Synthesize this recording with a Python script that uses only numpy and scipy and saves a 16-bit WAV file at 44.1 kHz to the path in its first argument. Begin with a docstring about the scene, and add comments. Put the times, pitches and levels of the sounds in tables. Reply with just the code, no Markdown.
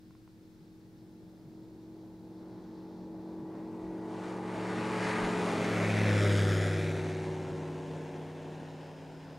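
"""Light aircraft taking off

A four-cylinder piston engine with a geared three-blade propeller drones nearer, passes and recedes.
Engine orders and blade harmonics are sums of sines, Doppler-shifted and shaped by directional beams.
Turbulence is filtered noise pulsing with blades and firings, combed by the runway's reflection.
Steady noise gives outdoor air and insects; decaying modes give mount ticks; low bursts give breeze puffs."""
import sys
import numpy as np
from scipy import signal
from scipy.fft import rfft, irfft
from scipy.io import wavfile
from scipy.ndimage import uniform_filter1d

SR = 44100
rng = np.random.default_rng(int(sys.argv[2]) if len(sys.argv) > 2 else 0)


def file_out(sig):
    """Save sig as 16-bit WAV at sys.argv[1]."""
    # one column per channel
    cols = np.atleast_2d(sig).T
    # limit, then scale
    lim = np.clip(cols, -1, 1)
    pcm = np.round(lim * 32767).astype(np.int16)
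    wavfile.write(sys.argv[1], SR, pcm)


N = 413658
TIME = np.arange(N) / SR
BINS = np.fft.rfftfreq(1024, 1 / SR)  # Hz
FRAMES = np.arange(N // 256 + 5) * 256 / SR  # s

# engine cycles (two crank turns) a second; the rate gains as airspeed unloads the propeller
CYCLE_HZ, CYCLE_GAIN_HZ_PER_S = 41.614, 0.1023
BLADES_PER_CYCLE = 42 / 17  # blade passages in an engine cycle, through the gear


def amp(db):
    """Decibel law: a level in dB becomes an amplitude gain."""
    return 10 ** (np.asarray(db) / 20)


def evened(x):
    """Power normalisation: scales a signal to an rms of one."""
    return x / np.sqrt(np.mean(x ** 2) + 1e-20)


def curves(rows, at=TIME):
    """Linear interpolation: joins the columns of a table by straight lines in time."""
    s, *columns = np.transpose(rows)
    return [np.interp(at, s, column) for column in columns]


def read(points, hz=BINS):
    """Logarithmic pitch scale: joins a spectrum by straight lines over log frequency."""
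    f, value = np.transpose(points)
    return np.interp(np.log(hz + 1), np.log(f + 1), value)


def bell(v, centre, width):
    """Gaussian weighting: one at the centre, a half at half the width to either side."""
    return 0.5 ** ((2 * (v - centre) / width) ** 2)


def wander(rate_hz):
    """Slow random modulation: low-passed noise of rms one, falling off above the given rate."""
    size = 2048
    hz = np.fft.rfftfreq(size, TIME[-1] / size)
    spectrum = rfft(rng.standard_normal(size)) / (1 + (hz / rate_hz) ** 4)
    return np.interp(TIME, np.linspace(0, TIME[-1], size), evened(irfft(spectrum)))


def repeating(turns, memory_s=0.452):
    """Cyclostationary noise: a pattern recurs every engine cycle and crossfades into the next."""
    patterns = signal.resample(rng.standard_normal((64, 1024)), 8 * 1024, axis=1)
    age = TIME / memory_s
    row = age.astype(int)
    place = (turns % 1 * patterns.shape[1]).astype(int)
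    blend = age % 1 * np.pi / 2
    return evened(np.cos(blend) * patterns[row, place] + np.sin(blend) * patterns[row + 1, place])


# Share of the noise power that repeats with each engine cycle: f/Hz, share/0-1
CYCLE_SHARE = [(600, 0.13), (1000, 0.24), (1500, 0.35), (3500, 0.18), (8000, 0.07)]


def noise(gain, same, turns=None):
    """Subtractive synthesis: two partly correlated channels of noise, weighted in each frame and bin."""
    def spectra(v):
        """Short-time Fourier analysis: the spectrum of each frame."""
        return signal.stft(np.pad(v, (0, 2048)), nperseg=1024, noverlap=768)[2][:, :len(FRAMES)]

    left, other = map(spectra, rng.standard_normal((2, N)))
    if turns is not None:
        locked = read(CYCLE_SHARE)[:, None]
        left = np.sqrt(1 - locked) * left + np.sqrt(locked) * spectra(repeating(turns))
    same = np.clip(same, 0, 1)[:, None]
    right = same * left + np.sqrt(1 - same ** 2) * other
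    return signal.istft(np.array([left, right]) * gain, nperseg=1024, noverlap=768)[1][:, :N]


def tone(turns, db, flutter_db, smear):
    """Turbulent scattering: a partial whose level and phase (smear in radians) are shaken by the air."""
    phase = 2 * np.pi * (turns + rng.random()) + smear * wander(8.95)
    return np.sqrt(2) * amp(db + flutter_db * wander(5.7)) * np.cos(phase)


# The take-off run: moment abeam, speed then, acceleration, closest distance
ABEAM_S, SPEED_M_S, ACCEL_M_S2, CLOSEST_M = 6.121, 33.08, 0.616, 29.25
SOUND_M_S = 343


def flight(at=FRAMES):
    """Retarded time and Doppler effect: distance (m), angle from the nose (deg), pitch factor as heard."""
    sent = np.linspace(-9, 5, 2000)  # s from abeam
    along = SPEED_M_S * sent + ACCEL_M_S2 * sent ** 2 / 2
    distance = np.hypot(along, CLOSEST_M)
    arrives = ABEAM_S + sent + (distance - CLOSEST_M) / SOUND_M_S
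    angle = np.degrees(np.arctan2(CLOSEST_M, -along))
    doppler = np.gradient(sent, arrives)
    return [np.interp(at, arrives, v) for v in (distance, angle, doppler)]


# Ground absorption at 1 kHz, per metre beyond the closest; only a share of it is left once airborne
GRAZING_DB_PER_M, AIRBORNE_SHARE = 0.1463, 0.34


def heard(beams, hz, at=TIME):
    """Directivity, spherical spreading and ground absorption: level (dB) of a source at the listener."""
    distance, angle, _ = flight()
    power = sum(amp(db) ** 2 * bell(angle, direction, width) for direction, width, db in beams)
    grazing_m = (distance - CLOSEST_M) * np.where(FRAMES < ABEAM_S, 1, AIRBORNE_SHARE)
    spreading_db = 20 * np.log10(distance / CLOSEST_M)
    ground_db = GRAZING_DB_PER_M * np.sqrt(hz / 1000) * grazing_m
    return np.interp(at, FRAMES, 10 * np.log10(power + 1e-14) - spreading_db - ground_db)


# Colour of the open air: f/Hz, relative level/dB per Hz
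AIR_COLOUR = [(20, -11), (45, 0), (110, 5.5), (300, -8), (700, -19.5), (1500, -19), (3000, -25),
              (7000, -29), (10000, -32), (16000, -31)]
# Colour of insects in the grass, and of shriller ones: f/Hz, relative level/dB per Hz
GRASS_COLOUR = [(2500, -42), (3300, -4.5), (3800, -2), (4250, -0.5), (4700, -3), (5100, -4), (5800, -7.5),
                (7500, -19.5), (11000, -53)]
SHRILL_COLOUR = [(3800, -35), (4600, -13.5), (4950, 10), (5350, 2.5), (5900, -26), (6300, -20), (6900, -17),
                 (7600, -27), (10000, -36.5)]
# Insect levels: t/s, grass level/dB, shrill level/dB
INSECT_LEVELS = [(0, -80, -86.5), (2.2, -77.5, -92), (2.7, -73, -93), (3.3, -76.5, -93), (8.4, -80, -90),
                 (8.85, -73.5, -75), (9.38, -71, -72)]
# Correlation of the two channels, for insects and turbulence: f/Hz, correlation/0-1
CHANNEL_LIKENESS = [(30, .6), (80, 0.94), (400, .99), (1000, 0.92), (2000, .97), (4000, 0.97), (8000, 1),
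                    (14000, 0.83)]


def airfield(air_db=-62):
    """Stationary noise: coloured, weakly correlated outdoor air, and insect hiss in narrower bands."""
    air_likeness = read([(30, 0.7044), (200, 0.4768), (5000, 0.2062), (12000, 0.0945)])
    out = amp(air_db) * evened(noise(amp(read(AIR_COLOUR))[:, None], air_likeness))
    for colour, db in zip((GRASS_COLOUR, SHRILL_COLOUR), curves(INSECT_LEVELS)):
        hiss = evened(noise(amp(read(colour))[:, None], read(CHANNEL_LIKENESS)))
        out += amp(db + 0.99 * wander(10.55)) * hiss
    return out


# Beams of the exhaust: direction from the nose/deg, width/deg, level at the closest distance/dB
FIRING_BEAMS = [(44.6, 80.93, -34.5), (135, 60, -36)]  # order 4, the firing rate
FIRING_OCTAVE_BEAMS = [(17.5, 27.93, -39.5), (109.58, 56, -42.5)]  # order 8
PIPE_BEAMS = [(0, 45.447, -28.5), (112, 67.6, -50), (161.13, 29.89, -43)]  # order 7, the pipe tone
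WHINE_BEAMS = [(31, 31, -41), (140, 51.4, -59.5)]  # order 19
# Beams of the side tones one and three blade rates above the pipe tone: the same columns
CHOP_BEAMS = [(37.8, 33, -35.5), (108, 39, -44.5), (139.87, 23.6, -37)]
HIGH_CHOP_BEAMS = [(98.33, 33, -46), (160, 50, -55)]
# Weaker engine orders: order, level ahead/dB, level abeam/dB, level behind/dB
WEAKER_ORDERS = [(5, -43, -51, -71), (6, -51.5, -66.5, -62), (9, -47.5, -43.5, -48), (11, -69, -67, -55),
                 (12, -46, -41, -45.5), (13, -52, -53, -80), (15, -58, -67, -58.5), (18, -43, -55.5, -80),
                 (20, -54, -74, -73), (21, -47, -75, -77), (23, -59, -59, -66.5), (33, -58, -75, -82),
                 (42, -54, -69, -82)]
# The three beams those orders share: direction/deg, width/deg
SHARED_BEAMS = [(35, 29.5), (98, 55), (150, 17)]


def exhaust(turns, blade_turns, chop_db=-9):
    """Engine-order harmonics and modulation: uneven firings give orders; the blades chop in side tones."""
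    firing, pipe = 4, 7
    out = tone(firing * turns, heard(FIRING_BEAMS, firing * CYCLE_HZ), 0.6646, 0.07)
    out += tone(pipe * turns, heard(PIPE_BEAMS, pipe * CYCLE_HZ), 0.8672, 0.18)
    for k, beams in ((1, CHOP_BEAMS), (3, HIGH_CHOP_BEAMS)):
        order = pipe + k * BLADES_PER_CYCLE
        out += tone(order * turns, heard(beams, order * CYCLE_HZ), 0.24, 0.056)

    weaker = [(8, FIRING_OCTAVE_BEAMS), (19, WHINE_BEAMS)]
    for order, *sides in WEAKER_ORDERS:
        weaker.append((order, [(*beam, db) for beam, db in zip(SHARED_BEAMS, sides)]))
    for order, beams in weaker:
        db = heard(beams, order * CYCLE_HZ)
        out += tone(order * turns, db, 1.2557, 0.022 * order)
        out += tone(order * turns + blade_turns, db + chop_db, 1.4, 0.049 * order)
    return out


# Beams of the blade rate and its octave: direction from the nose/deg, width/deg, level at closest/dB
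BLADE_BEAMS = [(10.285, 4.2, -42), (34.655, 17, -40.5), (102.59, 37.209, -27), (157.84, 4.71, -50.5)]
BLADE_OCTAVE_BEAMS = [(9.94, 21.05, -40), (45.15, 21, -43), (86.69, 31, -36), (161.16, 27.24, -50.5)]


def propeller(blade_turns, fall_db_per_octave=33, third_db=-8):
    """Blade-passage harmonics: phase-aligned sines form each blade's pressure wave, strongest near abeam."""
    blade_hz = BLADES_PER_CYCLE * CYCLE_HZ
    second = heard(BLADE_OCTAVE_BEAMS, 2 * blade_hz)
    levels = [heard(BLADE_BEAMS, blade_hz), second]
    for harmonic in range(3, 9):
        levels.append(second + third_db - fall_db_per_octave * np.log2(harmonic / 3))
    out = np.zeros(N)
    for harmonic, db in enumerate(levels, 1):
        # higher harmonics are less steady
        gain = amp(db + 0.3 * (harmonic - 1) * wander(4.6))
        out += gain * np.sin(2 * np.pi * harmonic * blade_turns)
    return np.sqrt(2) * out


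# The echo is steepest just past abeam; comb spacing and echo strength run from flat to steep
STEEP_DEG, STEEP_WIDTH_DEG = 108.7, 50
COMB_FLAT_HZ, COMB_STEEP_HZ = 2190, 1640
ECHO_FLAT, ECHO_STEEP = 0.049, 0.57


def ground_echo(fade_hz=14000):
    """Two-path interference: the runway's echo cuts a comb of notches that slides as the aircraft passes."""
    steep = bell(flight()[1], STEEP_DEG, STEEP_WIDTH_DEG)
    spacing = COMB_FLAT_HZ + (COMB_STEEP_HZ - COMB_FLAT_HZ) * steep
    strength = ECHO_FLAT + (ECHO_STEEP - ECHO_FLAT) * steep
    hz = BINS[:, None]
    echo = strength * np.exp(-hz / fade_hz)
    lag = hz / spacing - 0.06  # in periods
    return abs(1 + echo * np.exp(-2j * np.pi * lag)) / np.sqrt(1 + echo ** 2)


# Colour of the turbulence: f/Hz, relative level/dB per Hz
TURBULENCE_COLOUR = [(25, -34), (50, -18), (85, -11), (130, 0), (340, 1.5), (620, -2.5), (900, -2.5),
                     (1300, -8.5), (2100, -12), (3200, -18.5), (7000, -23), (10000, -28), (13000, -47.5),
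                     (16000, -59)]
# Its change when heard from the side and from behind: f/Hz, change/dB
FROM_SIDE = [(150, -2.5), (600, 2.5), (800, -1.5), (1020, -5), (1350, 4.5), (1900, 2), (2400, 7.5),
             (2850, 2.5), (3450, 5), (4200, 1.5), (5400, 1.5), (9500, -1), (12000, 4.5)]
FROM_BEHIND = [(600, 6.5), (950, 3.5), (1200, -4), (1620, 2.5), (2000, -1.5), (2750, 3), (3250, 5.5),
               (3900, 3), (4550, 0), (5200, 3.5), (6600, 4), (8500, 1)]
# Bands of rumble, roar, rasp and hiss: low f/Hz, high f/Hz
TURBULENCE_BANDS = [(110, 500), (500, 1100), (1300, 3000), (3500, 10000)]
# Beams of each band: direction from the nose/deg, width/deg, level at closest before swells and trim/dB
RUMBLE_BEAMS = [(0, 33.18, -32.5), (48.49, 45, -36), (118, 70, -38)]  # exhaust
ROAR_BEAMS = [(0, 22, -41.5), (37.53, 36.6, -35), (76, 59, -39.5), (184, 87, -39.5)]  # exhaust
RASP_BEAMS = [(0, 22, -44), (37.4, 14.3, -31.5), (89.272, 58.703, -36.5), (165.2, 15.7, -46)]  # blades
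HISS_BEAMS = [(33.4, 15.4, -42.5), (44.28, 69, -48), (108, 37.3, -46.5), (181.36, 45.5, -50.5)]  # blade tips
# Brief swells and dips: t/s, length/s, level change/dB, centre f/Hz
BRIEF_SWELLS = [(1.5, 0.73, 4, 2300), (1.998, 0.14, 4.5, 2300), (2.627, 0.53, 7.5, 3300),
                (3.567, 0.088, 3, 2000), (4.0, .1, -2.5, 4000), (4.145, 0.1, 3, 5000),
                (4.26, 0.14, 5, 3000), (4.414, 0.11, -2.5, 3600), (5.092, 0.1258, 2, 3000),
                (5.492, 0.0854, 2.5, 6000)]
SIDE_DEG = (45.4, 69.08, 129, 143)  # the side colour sets in, is full, starts to fade, is gone
TAIL_DEG = (122, 153)  # the tail colour sets in, is full


def turbulence_gain(patchy_db=1.0, swell_octaves=4.5):
    """Directional spectral shaping: gain over pitch and time from colour, echo, beams, swells and patches."""
    angle = flight()[1]
    side_db = np.outer(read(FROM_SIDE), np.interp(angle, SIDE_DEG, [0, 1, 1, 0]))
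    tail_db = np.outer(read(FROM_BEHIND), np.interp(angle, TAIL_DEG, [0, 1]))
    colour = amp(read(TURBULENCE_COLOUR)[:, None] + side_db + tail_db) * ground_echo()

    field_db = np.zeros(colour.shape)
    for s, length, db, hz in BRIEF_SWELLS:
        across_pitch = bell(np.log2(BINS + 1), np.log2(hz), swell_octaves)
        field_db += db * np.outer(across_pitch, bell(FRAMES, s, length))

    # each band is brought to its beams' level; corrections blend between band centres
    centres = np.log(np.prod(TURBULENCE_BANDS, axis=1)) / 2
    band_beams = (RUMBLE_BEAMS, ROAR_BEAMS, RASP_BEAMS, HISS_BEAMS)
    for (lo, hi), beams, own in zip(TURBULENCE_BANDS, band_beams, np.eye(len(centres))):
        inside = ((BINS > lo) & (BINS < hi))[:, None]
        power = np.mean(colour ** 2 * inside, axis=0)
        db = heard(beams, np.sqrt(lo * hi), FRAMES) - 10 * np.log10(power)
        field_db += np.outer(np.interp(np.log(BINS + 1), centres, own), db)

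    patches = uniform_filter1d(rng.standard_normal(colour.shape), size=9, axis=0)
    patches = uniform_filter1d(patches, size=24, axis=1)
    return colour * amp(field_db + patchy_db * evened(patches))


# Blade beat: direction and width of its maximum, depth (0-1) away from it and at it
BEAT_DEG, BEAT_WIDTH_DEG = 103.2, 70.6
BEAT_FAR, BEAT_ABEAM = 0.0802, 0.46


def rush(turns, blade_turns, trim_db=-0.34, flicker_db=0.5398, firing_depth=0.10244, lope_depth=0.059):
    """Amplitude-modulated turbulence: broadband noise pulses with each blade, firing and engine cycle."""
    air = noise(amp(trim_db) * turbulence_gain(), read(CHANNEL_LIKENESS), turns)
    view = bell(flight(TIME)[1], BEAT_DEG, BEAT_WIDTH_DEG)
    depth = BEAT_FAR + (BEAT_ABEAM - BEAT_FAR) * view
    beat = depth * np.cos(2 * np.pi * blade_turns)
    roar = signal.sosfiltfilt(signal.butter(2, 1200, fs=SR, output="sos"), air)
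    hiss = air - roar
    firings = firing_depth * np.cos(2 * np.pi * 4 * turns)
    lope = lope_depth * np.cos(2 * np.pi * turns)
    # the hiss beats less deeply than the roar
    beating = roar * (1 + beat) + hiss * (1 + 0.6294 * beat)
    return beating * (1 + firings + lope) * amp(flicker_db * wander(17.38))


# Knocks on the microphone mount: t/s, peak level/dB
MOUNT_TICKS = [(.108, -50), (.152, -50), (.277, -49)]
# Modes of the mount: f/Hz, relative level/dB, time to fall by 60 dB/s
MOUNT_MODES = [(880, -12.5, 0.0183), (1050, 2, 0.01742), (1350, 0, 0.011), (2014, -6, .007)]


def ticks():
    """Modal resonance: tiny knocks excite decaying sines in the mount for a few milliseconds."""
    t = np.arange(SR // 20) / SR
    ring = sum(amp(db - 60 * t / t60) * np.sin(2 * np.pi * hz * t) for hz, db, t60 in MOUNT_MODES)
    knocks = np.zeros(N)
    for s, db in MOUNT_TICKS:
        knocks[round(s * SR)] = amp(db)
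    return signal.oaconvolve(knocks, ring / abs(ring).max())[:N]


# Breeze puffs on the microphone: t/s, peak level/dB, centre f/Hz, length/s
BREEZE_PUFFS = [(.63, -54, 150, 0.076), (1.248, -51.5, 176, 0.055), (1.47, -48, 157.7, 0.0533),
                (3.433, -45.5, 140.2, 0.048), (3.865, -51, 61.41, .09), (5.245, -42, 55.4, .07)]


def puffs(smear=0.964):
    """Wind-induced pressure: each puff is a low tone of unsteady phase (smear in radians) in a short bell."""
    out = np.zeros(N)
    for s, db, hz, length in BREEZE_PUFFS:
        phase = 2 * np.pi * (hz * TIME + rng.random()) + smear * wander(25)
        out += amp(db) * np.exp(-(2 * (TIME - s) / length) ** 2) * np.cos(phase)
    return out


def scene(unsteady=0.001013):
    """Superposition: one crankshaft phase drives exhaust, propeller and pulsing noise, all centred."""
    cycle_hz = (CYCLE_HZ + CYCLE_GAIN_HZ_PER_S * TIME) * flight(TIME)[2]
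    turns = np.cumsum(cycle_hz * (1 + unsteady * wander(3.54))) / SR
    blade_turns = BLADES_PER_CYCLE * turns
    aircraft = exhaust(turns, blade_turns) + propeller(blade_turns) + rush(turns, blade_turns)
    return airfield() + aircraft + ticks() + puffs()


# Phase difference of the capsules, left over right, before weighting: f/Hz, phase/rad
CAPSULE_LEAD = [(0, -0.092), (1890, 0.14), (2150, -0.473), (3100, 0.25), (3530, -0.208), (4820, 0.0458),
                (12300, -0.1), (13300, -0.3), (15200, 0.1)]


def record(dry, edge_hz=15700):
    """Linear filtering: two capsules differ a little in level and phase; a low-pass limits the band."""
    hz = np.fft.rfftfreq(N, 1 / SR)
    lean_db = read([(100, 0.8779), (350, 0.37), (1400, 0.951), (2800, 0.65),
                    (5000, 0), (9500, 2.5), (14000, -0.5)], hz)
    lead = read(CAPSULE_LEAD, hz) * np.interp(hz, [250, 900], [0.2, 1.3])
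    # each capsule takes half of the difference
    lean = amp(lean_db / 2) * np.exp(0.5j * lead)
    coloured = irfft(rfft(dry) * np.array([lean, 1 / lean]), N)
    low_pass = signal.firwin(511, edge_hz, window=("kaiser", 9), fs=SR)
    return signal.oaconvolve(coloured, low_pass[None], "same")


dry = scene()
out = record(dry)
file_out(out)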